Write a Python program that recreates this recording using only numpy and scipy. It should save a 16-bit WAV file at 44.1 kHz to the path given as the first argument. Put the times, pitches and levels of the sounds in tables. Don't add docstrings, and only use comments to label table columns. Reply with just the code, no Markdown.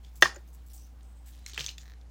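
import sys
import numpy as np
from scipy import signal
from scipy.io import wavfile

SR = 44100
rng = np.random.default_rng(int(sys.argv[2]) if len(sys.argv) > 2 else 0)


def nominal_scale(level):
    x = np.asarray(level, float) / 20
    return 10 ** x


def transcribe(u):
    v = np.clip(np.atleast_2d(u).T, -1, 1)
    q = np.round(v * 32767).astype(np.int16)
    wavfile.write(sys.argv[1], SR, q)


N = 92610
T = np.arange(N) / SR

# start_s, level_db, contact_ms, damping (factor on the ring time)
BLOWS = [
    (0.2226, -17, .05, 1.0),
    (0.2231, -5, .1, 0.8),
    (0.2262, -16, 0.072, 0.6),
    (0.2291, -9.5, .1, 0.57),
    (0.2328, -15, .1, .6),
]


def band(x, hz, q):
    return signal.lfilter(*signal.iirpeak(min(hz, .45 * SR), max(q, .3), fs=SR), x)


def edge(x, hz, kind, order=2):
    return signal.sosfilt(signal.butter(order, hz, kind, fs=SR, output="sos"), x)


def unit(x):
    return x / np.sqrt(np.mean(x ** 2))


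def add(y, s, x):
    i = int(s * SR)
    y[i:i + len(x)] += x[:N - i]


def walk(rate):
    return unit(edge(rng.standard_normal(N + SR), rate, "low")[SR:])


def noise_band(n, hz, q):
    return band(band(rng.standard_normal(n), hz, q), hz, q)


def ring(modes, damp=0.94):
    t = T[:SR // 4]
    y = np.zeros(len(t))
    for k, (hz, db, t60) in enumerate(modes):
        fade = nominal_scale(db - 60 * t / (t60 * damp))
        y += (-1) ** k * fade * np.sin(2 * np.pi * hz * t)
    return y


def hiss():
    # pitch_hz, level_db (per Hz)
    air_colour = [(80, -1.5), (105, -11), (160, -6.5), (300, -16), (800, -18.5), (2000, -26), (7000, -32.5),
                  (16000, -48)]
    hz, db = np.array(air_colour).T
    y = np.zeros(N)
    for f in 80 * 2 ** np.arange(0, 7.8, .4):
        level_db = np.interp(np.log(f), np.log(hz), db)
        y += nominal_scale(level_db + 1.8 * walk(11)) * noise_band(N, f, 2.0)
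    return nominal_scale(-63.5) * unit(y)


def air_resonances():
    # pitch_hz, q, level_db
    air_modes = [(79.4, 3.8, -67.5), (156, 14, -71.5), (780, 9, -78)]
    return sum(nominal_scale(db) * unit(noise_band(N, hz, q)) for hz, q, db in air_modes)


def hum():
    # multiple, level_db (rms)
    harmonics = [(1, -47), (2, -74), (4, -76), (5, -75.5)]
    motor_hz, wobble_db = 59.2, 0.73
    phase = 2 * np.pi * np.cumsum(motor_hz * (1 + 0.0067 * walk(6.9))) / SR
    y = np.zeros(N)
    for k, db in harmonics:
        sway_db = wobble_db * k ** .5 * walk(17)
        y += np.sqrt(2) * nominal_scale(db + sway_db) * np.sin(k * phase)
    return y


def room(x):
    # pitch_hz, level_db, t60_s
    tail_bands = [(250, -20.5, .4), (496, -18.5, 0.39), (952, -13, 0.25), (2000, -14.5, 0.19),
                  (4000, -18, .2), (7000, -16, .22), (11000, -35.5, .13), (14600, -16.5, .14)]
    wall_s, build_s = 0.0068, 0.013
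    t = T[:SR // 2]
    tail = np.zeros(len(t))
    for hz, db, t60 in tail_bands:
        tail += nominal_scale(db - 60 * t / t60) * noise_band(len(t), hz, 0.98) / np.sqrt(t60 * SR / 30)
    return signal.fftconvolve(x, tail * np.clip((t - wall_s) / build_s, 0, 1))[:N]


def rubs(rows, top_hz, squeak_db=-10, squeak_q=19):
    ramp_s, sag_db, grain_db = .003, -4.5, 3
    y = np.zeros(N)
    grit = edge(rng.standard_normal(N) * nominal_scale(grain_db * walk(150)), top_hz, "low", order=6)
    for s, length, db, low_hz, squeak_hz in rows:
        i, n = int(s * SR), int((length + 3 * ramp_s) * SR)
        t, x = T[:n], grit[i:i + n]
        rise, fall = t / ramp_s, (length - t) / (3 * ramp_s) + 1
        shape = np.clip(np.minimum(rise, fall), 0, 1) * nominal_scale(sag_db * t / length)
        rasp = 0.74 * unit(edge(x, low_hz, "high"))
        squeak = nominal_scale(squeak_db) * unit(band(x, squeak_hz, squeak_q))
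        add(y, s, nominal_scale(db) * shape * (rasp + squeak))
    return y


def finger_slides():
    # start_s, length_s, level_db, low_edge_hz, squeak_hz
    slides = [(.001, 1.92, -77, 7980, 15040), (1.535, 0.015, -63, 8000, 14000),
              (1.58, .135, -62, 8000, 14000), (1.785, 0.075, -75, 8000, 15000),
              (0.1545, 0.034, -56, 5000, 7760), (.207, .018, -47, 4000, 6700),
              (0.473, 0.036, -66.5, 2578, 6480), (0.528, 0.029, -59, 6000, 8170),
              (0.661, 0.027, -61.5, 4980, 7980), (.695, 0.029, -57.5, 2460, 5580),
              (0.732, 0.047, -53, 5610, 8090), (.785, 0.088, -69, 5000, 6300),
              (1.257, 0.05, -56, 1800, 7830), (1.31, 0.084, -68.5, 4990, 9690),
              (1.47, 0.028, -53.5, 6000, 6546)]
    return rubs(slides, 18000)


def whistles():
    # start_s, length_s, level_db, low_edge_hz, squeak_hz
    whistling = [
        (.74, 0.072, -67, 6000, 8000),
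        (.775, 0.096, -70, 4996, 5976),
        (1.04, 0.21, -80, 6000, 8150),
    ]
    return rubs(whistling, 18000, squeak_db=6, squeak_q=14)


def scrapes():
    # start_s, length_s, level_db, low_edge_hz, squeak_hz
    drags = [
        (.03, 0.066, -65, 1440, 3494),
        (1.32, 0.14, -63, 2000, 4000),
        (1.47, 0.053, -48.5, 2000, 6470),
        (1.54, 0.034, -46, 1450, 3740),
        (1.585, 0.041, -40.5, 1330, 6060),
        (1.63, 0.087, -48, 2000, 6340),
        (1.784, 0.044, -55.5, 3200, 7000),
        (1.85, 0.086, -70, 1280, 1800),
    ]
    return rubs(drags, 7650)


def ratchet():
    # start_s, level_db (peak)
    drops = [(1.8112, -52), (1.833, -47), (1.841, -54), (1.8566, -46), (1.862, -51), (1.8676, -52),
             (1.8795, -44.5), (1.886, -51), (1.8987, -45), (1.906, -49), (1.9193, -45.5), (1.937, -47.5)]
    # pitch_hz, level_db, t60_s
    tooth_modes = [(1800, 5, 0.0085), (4010, 3.5, 0.0065), (6000, 2, 0.0029), (9860, -19, 0.0027),
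                   (14350, -3, 0.0024)]
    grit = edge(rng.standard_normal(SR // 4), 1500, "high")
    click = ring(tooth_modes) / 2 + nominal_scale(-20 - 13000 * T[:SR // 4]) * grit
    y = np.zeros(N)
    for s, db in drops:
        add(y, s, nominal_scale(db) * click)
    return y


def ticks():
    # start_s, level_db (peak), ring_hz, chatter_ms
    contacts = [(0.0473, -45, 3300, 3.1), (.3456, -51, 7020, 3), (0.3588, -40, 1688, 9.1),
                (1.0085, -53.5, 3190, 3), (1.031, -51, 7840, 1.9), (1.4632, -41, 4050, 2.8),
                (1.4635, -41, 2314, 5.2), (1.4627, -33, 7500, 3), (1.5344, -32, 3950, 3.4),
                (1.545, -34.5, 3480, 3.7), (1.554, -52, 4930, 3.8), (1.5779, -27, 2600, 5.1),
                (1.5772, -28.5, 1710, 9.4), (1.579, -40.5, 390, 33), (1.5915, -31, 2930, 5.4),
                (1.601, -27, 4550, 4.1), (1.607, -25, 2970, 3.4), (1.612, -34, 4700, 8.5),
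                (1.627, -49, 5000, 4), (1.6424, -29, 3570, 3.3), (1.644, -29, 4300, 4),
                (1.6634, -34, 6070, 4), (1.6636, -37, 3530, 3.8), (1.672, -41, 4750, 2.6),
                (1.6845, -33.5, 2870, 2.3), (1.6905, -26.5, 3950, 2.8), (1.701, -36, 2940, 3.8),
                (1.7816, -42, 3500, 4.8), (1.7815, -38.5, 4800, 3.6), (1.7816, -44, 2290, 2.9),
                (2.0131, -51, 3860, 3.1)]
    y, t = np.zeros(N), T[:1500]
    for s, db, hz, ms in contacts:
        burst = rng.standard_normal(len(t)) * nominal_scale(-9 * (t * 1000 / ms) ** 1.17)
        burst[0] += 4
        part = band(band(burst, hz, 1.3), hz, 2.5)
        broad = edge(edge(burst, 7700, "low", order=6), 1370, "high")
        snap = edge(burst, 14000, "high") * nominal_scale(-5 * t * 1000)
        x = unit(part) + nominal_scale(-8) * unit(broad) + nominal_scale(-13) * unit(snap)
        add(y, s, nominal_scale(db) * x / np.abs(x).max())
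    return y


def knocks(rows):
    y = np.zeros(N)
    for s, db, hz, t60, ms in rows:
        swell = 1 - np.exp(-T[:SR // 4] * 1000 / ms)
        add(y, s, ring([(hz, db, t60)]) * swell)
    return y


def base_clacks():
    # start_s, level_db, ring_hz, t60_s, contact_ms
    clacks = [(1.4626, -30, 6720, 0.0055, 0.11), (1.4628, -36.5, 5630, 0.02, .2),
              (1.4634, -32.5, 4120, 0.019, 0.72), (1.4634, -35, 2167, 0.015, 0.38),
              (1.5338, -38, 3670, 0.011, 0.25), (1.5771, -27.5, 2030, 0.019, .3),
              (1.5771, -23, 2590, 0.021, 0.19), (1.5773, -38, 895, 0.026, 0.47),
              (1.5773, -28.5, 3160, 0.019, 0.29), (1.5773, -35.5, 4650, 0.019, 0.26),
              (1.5937, -18, 3280, 0.0049, 0.12), (1.5945, -26.5, 4100, 0.0078, .3),
              (1.6075, -24.5, 2950, 0.015, 0.26), (1.6633, -18, 6280, 0.0068, 0.18),
              (1.6633, -25.5, 3510, 0.014, 0.21), (1.6633, -27, 7070, .01, 0.21),
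              (1.6634, -30.5, 4310, .01, 0.14), (1.6658, -31, 6360, 0.01, 0.34),
              (1.672, -27, 6000, .008, 0.11), (1.6828, -33, 2460, 0.0069, 0.18),
              (1.6903, -29, 4160, 0.016, .15), (1.6903, -34, 2980, 0.02, 0.077),
              (1.6945, -35, 2950, 0.019, 0.35), (1.7815, -39, 2690, 0.016, 0.17),
              (1.7815, -37.5, 3515, 0.013, .2), (1.7815, -49, 6320, 0.0085, .1),
              (1.7815, -39, 7000, 0.011, .1)]
    return knocks(clacks)


def hand_knocks():
    # start_s, level_db, ring_hz, t60_s, contact_ms
    dull_rows = [(0.2224, -30.5, 15270, .02, .15), (.2228, -30.5, 8906, 0.037, .3),
                 (0.2234, -24, 13200, .015, .15), (.226, -22.5, 780, 0.023, 0.55),
                 (0.227, -37, 134, 0.18, 5.6), (.228, -19, 652, 0.036, 1.2), (.232, -42, 234, 0.21, 5.2),
                 (.243, -29, 6300, .02, 1.2), (0.2563, -14, 1130, 0.021, 0.63),
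                 (.2575, -19, 1797, 0.035, .6), (.2576, -27, 2400, .012, .5),
                 (.3456, -43, 7020, 0.026, 0.59), (.3458, -48, 540, .05, 1.2),
                 (.3606, -41.5, 7000, 0.03, .6), (.3608, -44.5, 6340, 0.023, .6),
                 (.364, -41, 570, 0.06, 1.5), (.368, -44.5, 359, 0.084, 1.45),
                 (1.535, -48, 391, 0.032, 1.4), (1.5625, -42, 1350, 0.015, 0.5),
                 (1.598, -43, 138, 0.29, 2.3), (1.608, -39, 540, 0.018, 0.43)]
    return knocks(dull_rows)


def chatter():
    crack_db, crack_t60_s = -8.5, .012
    start_s, length_s, level_db, sag_db = .2232, 0.016, -17, -12.5
    y, t = np.zeros(N), T[:2000]
    crack = edge(rng.standard_normal(len(t)), 3000, "high")
    add(y, BLOWS[0][0], crack * nominal_scale(-60 * t / crack_t60_s + crack_db - 13.5))
    rattle = edge(edge(rng.standard_normal(len(t)), 6500, "low", order=6), 500, "high")
    add(y, start_s, rattle * nominal_scale(level_db + sag_db * (t / length_s) ** 2))
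    return y


def cap():
    # pitch_hz, level_db, t60_s
    cap_modes = [(361, -19, 0.096), (575, -11.5, .05), (1218, -4.5, 0.04), (1490.6, -11.5, 0.03102),
                 (1612, -5.5, 0.041), (1815, 1, .036), (1943, -1, 0.03), (2720, -5, 0.021),
                 (3125, -6, 0.024), (3530, -8.5, 0.039), (4280, -13, .02), (5280, -13, 0.017),
                 (6320, -6.5, 0.019), (13200, -22.5, .012)]
    y = np.zeros(N)
    for s, db, ms, damp in BLOWS:
        push = np.hanning(int(ms * SR / 1000) + 3)
        add(y, s, nominal_scale(db) * np.convolve(ring(cap_modes, damp), push / push.sum()))
    return edge(y, 230, "high")


def scene():
    body, rim, dull = cap(), chatter(), hand_knocks()
    small = ticks() + base_clacks() + ratchet() + finger_slides() + scrapes() + whistles()
    sent = small + nominal_scale(-6.5) * body + nominal_scale(7) * rim + nominal_scale(-13) * dull
    floor = hum() + hiss() + air_resonances()
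    return (body + rim + dull + small + nominal_scale(4.5) * room(sent) + floor)[None]


def band_limit(x):
    return signal.sosfilt(signal.butter(12, 16960, fs=SR, output="sos"), x)


def record(dry):
    ceiling = 1.9
    x = dry + 0.32 * band(dry, 15300, 5)
    x = ceiling * np.tanh(x / ceiling)
    x = signal.sosfilt(signal.ellip(6, .5, 30, 15900, fs=SR, output="sos"), x)
    return band_limit(x)


dry = scene()
out = record(dry)
transcribe(out)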